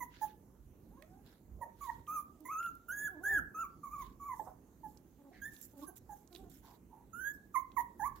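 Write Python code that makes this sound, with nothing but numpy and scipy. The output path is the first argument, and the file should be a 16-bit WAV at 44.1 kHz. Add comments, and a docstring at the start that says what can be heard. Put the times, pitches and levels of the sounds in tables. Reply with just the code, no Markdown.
"""Young puppies whimper through the nose in short whistling notes, close to a phone's two microphone ports.
They lie on a cushion in an indoor pen. Each whimper is a near-pure tone with octave, overtones and breath hiss.
Low grunts are rough harmonics; huffs, scuffs on cloth and newspaper and small ticks are shaped noise.
Behind them a quiet room hums, and its walls answer the pups with a short decaying tail."""
import sys
import numpy as np
from scipy import signal
from scipy.fft import rfft, irfft, next_fast_len
from scipy.io import wavfile
from scipy.ndimage import uniform_filter1d, map_coordinates

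SR = 44100
rng = np.random.default_rng(int(sys.argv[2]) if len(sys.argv) > 2 else 0)


def pcm_store(signal):
    """Save signal as 16-bit PCM."""
    levels = np.round(np.clip(np.atleast_2d(signal), -1, 1) * 32767)
    wavfile.write(sys.argv[1], SR, levels.astype(np.int16).T)


N = 361619
TIME = np.arange(N) / SR
TOP_HZ = 15830  # band limit of voices and microphone

# whimpers, one curve each: time_s [s], pitch_hz [Hz], level_db [dB]
WHIMPERS = [
    [(0.006, 1039, -48), (0.028, 965, -44), (0.04, 956, -48)],
    [(0.216, 861.5, -39), (0.243, 853, -37.5), (0.256, 840, -47.5)],
    [(1.614, 989, -48.5), (1.634, 926, -41), (1.646, 918, -49)],
    [(1.868, 952.6, -50), (1.892, 936, -43.5), (1.903, 926, -34)],
    [(2.454, 981, -50.5), (2.474, 1022, -56), (2.484, 988, -55)],
    [(3.834, 1215, -47.5), (3.844, 1162, -43.5), (3.864, 1057, -47.5)],
    [(3.868, 1108, -45), (3.88, 1090, -50), (3.893, 1070, -54)],
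    [(4.396, 890, -36.5), (4.402, 857, -39), (4.414, 913, -61)],
    [(4.835, 907, -52.5), (4.846, 858, -48), (4.88, 842, -51)],
    [(6.094, 864, -49.5), (6.108, 835, -51.5), (6.14, 824, -48)],
    [(1.81, 1163, -50.5), (1.83, 1128, -48), (1.866, 1037, -49)],
    [(3.908, 1140, -52.5), (3.938, 1232, -43.5), (3.972, 1088, -50.5)],
    [(3.981, 1130, -47.5), (4.009, 1125, -46.5), (4.035, 968, -49.5)],
    [(5.815, 1190, -73), (5.839, 1069, -56.5), (5.858, 1213, -65)],
    [(7.544, 1242, -41.5), (7.562, 1009, -34), (7.597, 1098, -42)],
    [(7.768, 1124, -38), (7.784, 924.4, -35), (7.812, 971, -37)],
    [(5.866, 1670, -79.5), (5.88, 1563, -58), (5.905, 1570, -70.5)],
    [(2.077, 1221, -46.5), (2.1, 1212, -41.5), (2.14, 1297, -40.5), (2.162, 1246, -39), (2.178, 1175, -42),
     (2.206, 1193, -42.5)],
    [(2.486, 1025, -42.5), (2.522, 1303, -41), (2.555, 1247, -40.5), (2.61, 1393, -40),
     (2.675, 1369, -38.5), (2.694, 1321, -42.5)],
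    [(3.546, 1261, -47.5), (3.575, 1273, -42), (3.6, 1369, -39), (3.63, 1330, -39), (3.645, 1164, -47),
     (3.655, 1134, -44.5)],
    [(4.2, 1160, -54), (4.24, 1103, -46), (4.275, 1170, -48), (4.3, 1046, -42.5), (4.33, 1001, -43.5),
     (4.35, 864, -50)],
    [(7.997, 897, -43), (8.012, 785, -46), (8.035, 887, -35), (8.062, 1135, -37), (8.074, 1163, -37),
     (8.086, 953, -45)],
    [(2.886, 1405, -44), (2.91, 1480, -39.5), (2.935, 1661, -45), (2.99, 1677, -44), (3.05, 1709, -38.5),
     (3.074, 1675, -40), (3.085, 1377, -43)],
    [(3.236, 1477, -43.5), (3.26, 1651, -35.5), (3.295, 1769, -34.5), (3.335, 1717, -31.5),
     (3.366, 1650, -29.5), (3.381, 1540, -33.5), (3.394, 1302, -38.5)],
    [(5.418, 1618, -50.5), (5.44, 1636, -45.5), (5.45, 1730, -49.5), (5.46, 1768, -41.5), (5.47, 1797, -52),
     (5.482, 1810, -46.5), (5.497, 1770, -56)],
    [(7.132, 1320, -54), (7.19, 1457, -50.5), (7.22, 1575, -45.5), (7.238, 1535, -50), (7.252, 1622, -41),
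     (7.28, 1673, -40.5), (7.322, 1692, -45)],
]
# voice of each whimper in order of time: left_minus_right_db [dB], octave_db over the nose's rule [dB],
# high_overtones_db [dB]
WHIMPER_VOICES = [(-1.5, 5, -56.5), (-2.5, -13, -56), (-2, -5, -63), (-2.5, -3, -62.5), (-3, -1.5, -68.5),
                  (2, -2.5, -55.5), (-3.5, 9.5, -57), (3, 6, -57.5), (0, 1.5, -51), (2, -2.5, -49),
                  (3, 2.5, -58), (2.5, -11, -66), (-3.5, -4, -70), (3, -1.5, -63.5), (3.5, -2, -63.5),
                  (2.5, -5, -65), (-3, -15.5, -70), (-3, -18, -76.5), (-2.5, 7, -56), (-9, -18, -73),
                  (-2, -3, -55), (-2.5, -16, -72), (-7.5, 4.5, -58), (-7.5, 1, -57.5), (-8.5, 0.5, -56),
                  (-5.5, -3, -60)]
# octave's level against the fundamental: octave_hz [Hz], gain_db [dB]
NOSE_OCTAVE = [(1500, -1), (2050, -14), (2500, -27.5), (3500, -35.5)]
# colour of the high overtones: freq_hz [Hz], gain_db [dB]
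NOSTRIL_OVERTONES = [(3180, -66), (5400, -23.5), (6600, 0.5), (6970, -7.5), (8400, -26.5), (10300, -5.5),
                     (11700, -9), (12800, -12), (14800, -4), (16000, -13)]
# colour of the breath hiss: freq_hz [Hz], gain_db [dB]
BREATH_COLOUR = [(1000, -2), (2100, -14.5), (3000, -18.5), (5200, -20.5), (6700, 0), (8600, -25.5),
                 (10800, -1.5), (12600, -5), (14600, -2)]
WHIMPER_ATTACK_S, WHIMPER_RELEASE_S = .009, .009
LAG_S_PER_DB = -.000012  # the quieter port hears it later
# hiss over the overtones of a 1200 Hz cry; high cries leak less air
BREATH_DB, BREATH_DB_PER_OCTAVE = -2.5, -13


def whimpers():
    """A nearly pure whistle with its octave; the narrow nostrils add high overtones and breath hiss."""
    out, airflow = np.zeros((2, N)), np.zeros(N)
    for rows, (pan_db, octave_db, high_db) in zip(sorted(WHIMPERS), WHIMPER_VOICES):
        first, fade, hz, db = phrase(rows, WHIMPER_ATTACK_S, WHIMPER_RELEASE_S)
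        size = len(hz)
        span = slice(first, first + size)
        hz = hz * (1 + .005 * wobble(50, size))
        db = db + 1.1 * wobble(55, size)
        effort_db = db - db.max()

        tone, octave = overtones(hz, NOSE_OCTAVE, jitter=.007, count=2)
        # turbulence smears the tone a little and the octave more
        tone *= (1 + .1 * wobble(400, size)) / amp(along(NOSE_OCTAVE, hz))
        octave *= amp(octave_db + .4 * effort_db) * (1 + .5 * wobble(350, size))

        flicker = np.array([amp(5 * wobble(45, size)) for _ in range(20)])
        high = flicker * overtones(hz, NOSTRIL_OVERTONES, jitter=.0045, count=20)
        high = high[2:].sum(0)  # third harmonic and up
        # the overtones follow the effort less steeply than the tone does
        high = amp(high_db + 0.59 * effort_db) * unit(high)

        cry = fade * (amp(db) * (tone + octave) + high)
        out[:, span] += placed(cry, pan_db, lag_s=LAG_S_PER_DB * pan_db)
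        leak_db = BREATH_DB + BREATH_DB_PER_OCTAVE * np.log2(hz.mean() / 1200)
        airflow[span] = amp(high_db + leak_db + 0.12 * effort_db)

    # air leaks a little before the folds start and for a moment after they stop
    linger = np.exp(-TIME[:SR // 10] / .016)
    airflow = signal.fftconvolve(airflow, linger / linger.sum())[300:N + 300]
    airflow = uniform_filter1d(airflow, size=SR // 40)
    hiss = patchy(noise(BREATH_COLOUR, (2, N)), 2.5, bins=16, frames=6)
    return out + airflow * amp(2 * wobble(23, N)) * hiss


# low grunts and moans, one curve each: time_s [s], pitch_hz [Hz], level_db [dB]
GRUNT_CURVES = [
    [(.9, 365, -81), (1.0, 551, -63.5), (1.08, 695, -67.5), (1.14, 782, -69.5), (1.22, 825, -74)],
    [(2.39, 315, -69.5), (2.45, 304, -61)],
    [(3.085, 348, -61), (3.113, 394, -59.5), (3.165, 296.5, -60.5), (3.197, 316, -59), (3.239, 404, -54),
     (3.267, 384, -55), (3.337, 405, -51), (3.365, 343.3, -61.5), (3.393, 269, -62), (3.42, 218, -57)],
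    [(5.185, 286, -69.5), (5.227, 278, -64.5)],
    [(5.24, 278.6, -64), (5.295, 274, -65.5)],
    [(5.313, 359.5, -59), (5.364, 385, -65)],
    [(5.735, 291, -68.5), (5.8, 269.4, -61), (5.845, 310, -57.5)],
    [(5.878, 394, -61), (5.895, 348, -56.5), (5.912, 420, -53)],
    [(6.31, 365, -68), (6.354, 341, -64.5)],
    [(6.385, 393, -54), (6.447, 376, -53)],
    [(6.441, 359, -61.5), (6.489, 366, -53.5)],
]
# one value per grunt: overtone_tilt [dB per octave]
GRUNT_TILTS = [5.5, -8, -2.5, -2, -0.5, -4, -3, -1.5, -1.5, -8.5, -3.5]
# colour given by chest and throat: freq_hz [Hz], gain_db [dB]
CHEST_COLOUR = [(250, 4), (310, 8), (420, -13.5), (560, -2), (850, -4), (1200, -20), (1800, -27.5),
                (2300, -45)]
GRUNT_FADE_S, GRUNT_WAVERS_DB = .014, 1.5
GRUNT_ROUGH = .45  # 0-1


def grunts():
    """Closed-mouth murmurs: soft harmonics through chest and throat, a little rough."""
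    out = np.zeros(N)
    for rows, tilt_db in zip(GRUNT_CURVES, GRUNT_TILTS):
        first, fade, hz, db = phrase(rows, GRUNT_FADE_S, GRUNT_FADE_S)
        size = len(hz)
        tilt = amp(tilt_db * np.log2(np.arange(1, 8)))[:, None]
        # each overtone comes and goes
        tilt = tilt * [amp(7 * GRUNT_ROUGH * wobble(45, size)) for _ in tilt]
        harmonics = overtones(hz, CHEST_COLOUR, jitter=.06 * GRUNT_ROUGH, count=7)
        voice = (tilt * harmonics).sum(0) * amp(6 * GRUNT_ROUGH * wobble(120, size))
        level = amp(db + GRUNT_WAVERS_DB * wobble(26, size))
        out[first:first + size] += fade * level * voice
    return placed(out, -0.41, lag_s=-0.000092)


# voiceless huffs and croaks: start_s [s], length_s [s], level_db [dB], centre_hz [Hz], width_hz [Hz]
HUFF_EVENTS = [(1.566, 0.15, -61.5, 624, 525), (4.393, 0.041, -54, 570, 515), (4.457, 0.051, -51, 827, 900),
               (5.315, 0.11, -67, 1890, 1020), (6.616, 0.15, -65.5, 910, 536), (6.882, 0.18, -65, 884, 300)]


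def huffs():
    """Air pushed out without a tone: lumpy noise in one throat resonance."""
    out = np.zeros(N)
    for start_s, length_s, db, centre_hz, width_hz in HUFF_EVENTS:
        size = round(length_s * SR)
        air = rng.standard_normal(size) * amp(2.5 * wobble(110, size))
        air = filtered(air, lambda hz: 1 / (1 + ((hz - centre_hz) / (width_hz / 2)) ** 2) ** 2)
        fade = signal.windows.tukey(size, .6)
        out[round(start_s * SR):][:size] += amp(db) * fade * unit(air)
    return placed(out, -0.78, lag_s=.00005)


# claw and mouth ticks: start_s [s], level_db before rise and decay [dB], centre_hz [Hz]
TICK_EVENTS = [(1.0223, -44.5, 2060), (2.0677, -56, 2560), (2.4046, -56.5, 13480), (2.6278, -48, 2540),
               (2.6614, -51.5, 2720), (2.7516, -53, 13650), (4.9726, -54, 5750), (5.564, -52, 4466),
               (5.6131, -42.5, 13000), (5.7797, -54.5, 14640), (6.2745, -57.5, 6220), (6.327, -52.5, 3960),
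               (6.349, -45.5, 3800), (6.36, -45, 3800), (6.4974, -54.5, 11500), (8.074, -48.5, 13530),
               (7.717, -57, 3230)]
# band over its centre, dying time, rise
TICK_WIDTH, TICK_T60_S, TICK_RISE_S = .5, .016, .0012


def ticks():
    """Each tick is a dry crack of noise, strongest in a wide band round its centre."""
    out, t = np.zeros(N + SR), TIME[:SR // 50]
    for start_s, db, centre_hz in TICK_EVENTS:
        half_width_hz = TICK_WIDTH * centre_hz / 2
        crack = filtered(rng.standard_normal(len(t)),
                         lambda hz: 0.051 + 1 / (1 + ((hz - centre_hz) / half_width_hz) ** 2))
        envelope = amp(db - 60 * t / TICK_T60_S) * (1 - np.exp(-t / TICK_RISE_S))
        out[round(start_s * SR):][:len(t)] += envelope * unit(crack)
    out = filtered(out, lambda hz: 1 / (1 + (1500 / (hz + 1)) ** 4))  # thin out the lows
    return placed(out[:N], -9.0, lag_s=-0.000035)


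# scuffs on the bedding: start_s [s], length_s [s], cloth_db [dB], paper_db [dB]
SCUFF_EVENTS = [(0.074, 0.26, -60.5, -78.5), (1.219, 0.17, -66, -74), (1.745, 0.27, -65.5, -66),
                (3.948, 0.19, -66.5, -72), (4.319, 0.204, -78, -62), (4.819, .18, -83.5, -70),
                (5.302, 0.15, -67.5, -85), (5.456, 0.28, -71.5, -60), (5.61, 0.053, -78, -51.5),
                (5.758, 0.11, -66, -60.5), (5.954, 0.036, -64, -50), (6.074, 0.17, -80.5, -64),
                (6.291, 0.16, -70, -63), (6.486, 0.12, -66, -59), (6.613, 0.16, -65, -65.5),
                (7.323, 0.05, -91, -60.5), (8.149, 0.046, -65, -65)]
# colour of rubbed cloth: freq_hz [Hz], gain_db [dB]
CLOTH_COLOUR = [(880, -36), (1500, -10), (2590, -18.5), (3770, -14), (5600, -22.5), (7280, -27),
                (12300, -120)]
# colour of rubbed newspaper: freq_hz [Hz], gain_db [dB]
PAPER_COLOUR = [(3060, -38), (5200, -2.5), (7680, 4), (8400, -5), (14300, 5.5), (16000, -5)]
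SCUFF_RISE, SCUFF_FADE_DB = .42, 12  # share of the length spent rising, loss over the whole


def shuffling():
    """Paws and bellies rub the bedding: each scuff rises, then fades, as noise broken into clumps of grains."""
    cloth, paper = np.zeros((2, N))
    for start_s, length_s, cloth_db, paper_db in SCUFF_EVENTS:
        first, t, elapsed, fade = note(start_s, length_s, SCUFF_RISE * length_s, length_s / 2)
        stroke = fade * amp(-SCUFF_FADE_DB * elapsed)
        cloth[first:first + len(t)] += amp(cloth_db) * stroke
        paper[first:first + len(t)] += amp(paper_db) * stroke
    grains = unit(amp(1.5 * wobble(45, N) + 2.5 * wobble(500, N)))
    rub = cloth * noise(CLOTH_COLOUR, (2, N)) + paper * noise(PAPER_COLOUR, (2, N))
    return patchy(grains * rub, 3, bins=12, frames=5)


# decay of the pen's room: freq_hz [Hz], t60_s [s]
ROOM_DECAY = [(1000, 0.34), (2000, 0.36), (7000, 0.075), (15000, 0.3)]


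def room(x):
    """Each frequency of the walls' answer dies at its own speed."""
    hz, t, z = signal.stft(rng.standard_normal((2, SR * 2 // 3)), SR, nperseg=256)
    decay = amp(-60 * t / along(ROOM_DECAY, hz)[:, None])
    tail = signal.istft(z * decay, SR, nperseg=256)[1]
    late = np.pad(x.mean(0), (300, 0))[None]  # the answer starts 300 samples late
    return signal.fftconvolve(late, tail / np.linalg.norm(tail[0]), axes=1)[:, :N]


# colour of the room and microphone floor: freq_hz [Hz], gain_db [dB]
FLOOR_COLOUR = [(21, -20), (39, -12), (50, 2.5), (100, -4.5), (250, -2.5), (331, -5), (627, -20.5),
                (830, -21.5), (2490, -36.5), (5210, -40.5), (6550, -32.5), (8670, -39.5), (13700, -33.5),
                (16000, -37)]
# left-right likeness of the floor: freq_hz [Hz], likeness [0-1]
FLOOR_LIKENESS = [(60, 0.99), (300, 0.87), (700, 0.68), (1400, 0.27), (15000, 0.041)]
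# the rumble grows briefly: peak_s [s], gain_db [dB]
RUMBLE_SWELLS = [(.68, 9), (1.57, 12), (1.9, 10), (2.12, 5.5), (3.35, 10), (4.0, 11), (4.47, 9), (6.051, 8),
                 (8.05, 6)]
HUM_DB, SWELL_S = -62.5, .09  # floor level; half width of a swell


def hum():
    """Low rumble mostly shared by both ports, nearly unrelated patchy hiss above; now and then the rumble
    swells briefly."""
    pair = patchy(noise(FLOOR_COLOUR, (2, N)), 2.2, bins=10, frames=16)

    def mid_side_gains(hz):
        turn = np.arccos(np.clip(along(FLOOR_LIKENESS, hz), -1, 1)) / 2
        return np.array([np.cos(turn), np.sin(turn)])

    mid, side = filtered(pair, mid_side_gains)
    pair = np.array([mid + side, mid - side])
    bass = filtered(pair, lambda hz: 1 / (1 + (hz / 110) ** 4))
    swell_db = sum(db * np.exp(-((TIME - peak_s) / SWELL_S) ** 2) for peak_s, db in RUMBLE_SWELLS)
    swell = amp(1.0 * wobble(5.2, N) + swell_db)
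    return amp(HUM_DB) * (pair + (swell - 1) * bass)


def phrase(rows, attack_s, release_s):
    """First sample, fade, pitch and level of a call, its corners rounded."""
    s, hz, db = np.transpose(rows)
    first, t, _, fade = note(s[0] - attack_s / 2, s[-1] - s[0] + attack_s / 2, attack_s, release_s)
    hz, db = (uniform_filter1d(np.interp(t + first / SR, s, v), size=SR // 120) for v in (hz, db))
    return first, fade, hz, db


def note(start_s, length_s, attack_s, release_s):
    """First sample, seconds into the note, share of it elapsed, and a rounded fade at both ends."""
    first = max(round(start_s * SR), 0)
    t = TIME[:min(round((length_s + release_s / 2) * SR), N - first)]
    edge = np.clip(np.minimum(t / attack_s, (length_s - t) / release_s + .5), 0, 1)
    return first, t, t / length_s, np.sin(edge * np.pi / 2) ** 2


def overtones(hz, colour, jitter, count):
    """Harmonics of an unsteady pitch, one row each, with the gain of the colour at their frequency."""
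    k = np.arange(1, count + 1)[:, None]
    phase = 2 * np.pi * np.cumsum(hz * (1 + jitter * wobble(150, len(hz)))) / SR
    gain = amp(along(colour, k * hz)) * (k * hz < TOP_HZ)
    return gain * np.sqrt(2) * np.sin(k * phase)  # sqrt(2): rms 1 before the gain


def placed(x, pan_db, lag_s):
    """A source between two microphone ports: level and arrival differ."""
    side = np.array([[.5], [-.5]])  # left, right
    return filtered(x, lambda hz: amp(pan_db * side) * np.exp(-2j * np.pi * hz * lag_s * side))


def patchy(x, depth_db, bins, frames):
    """x with patches of random gain over time and frequency."""
    _, _, z = signal.stft(x, SR, nperseg=512)
    field = uniform_filter1d(rng.standard_normal(z.shape[1:]), size=bins, axis=0)
    field = uniform_filter1d(field, size=frames, axis=1)
    return signal.istft(z * amp(depth_db * unit(field)), SR, nperseg=512)[1][:, :N]


def noise(spectrum, shape):
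    """Coloured noise of rms 1."""
    return unit(filtered(rng.standard_normal(shape), lambda hz: amp(along(spectrum, hz))))


def wobble(rate, size):
    """A smooth random curve, rate knots a second."""
    knots = rng.standard_normal(int(size * rate / SR) + 4)
    return map_coordinates(knots, [np.arange(size) * rate / SR])


def filtered(x, response):
    """x times a response of frequency."""
    m = next_fast_len(x.shape[-1] + 8192)  # padded so the ends do not wrap round
    return irfft(rfft(x, m) * response(np.fft.rfftfreq(m, 1 / SR)), m)[..., :x.shape[-1]]


def along(points, hz):
    """(Hz, value) points read on a log frequency axis."""
    f, v = np.transpose(points)
    return np.interp(np.log(hz + 1), np.log(f + 1), v)


def amp(db):
    """Decibels to linear gain."""
    return 10 ** (np.asarray(db) / 20)


def unit(x):
    """x scaled to rms 1."""
    return x / np.sqrt(np.mean(x ** 2) + 1e-20)


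def scene():
    """The pups and the room's answer to them, over the shuffling and the hum."""
    pups = whimpers() + grunts() + huffs() + ticks()
    return pups + amp(-9.0) * room(pups) + shuffling() + hum()


# colour difference of the microphone ports: freq_hz [Hz], left_minus_right_db [dB]
PORT_COLOUR = [(60, -7), (200, -1.5), (700, -9), (2400, -1.5), (5000, -5), (7500, -6), (13000, -12.5)]


def record(dry):
    """The two ports face different ways and differ in colour; nothing is kept above the band limit."""
    side = np.array([[.5], [-.5]])  # left, right
    return filtered(dry, lambda hz: amp(along(PORT_COLOUR, hz) * side) * (hz < TOP_HZ))


dry = scene()
out = record(dry)
pcm_store(out)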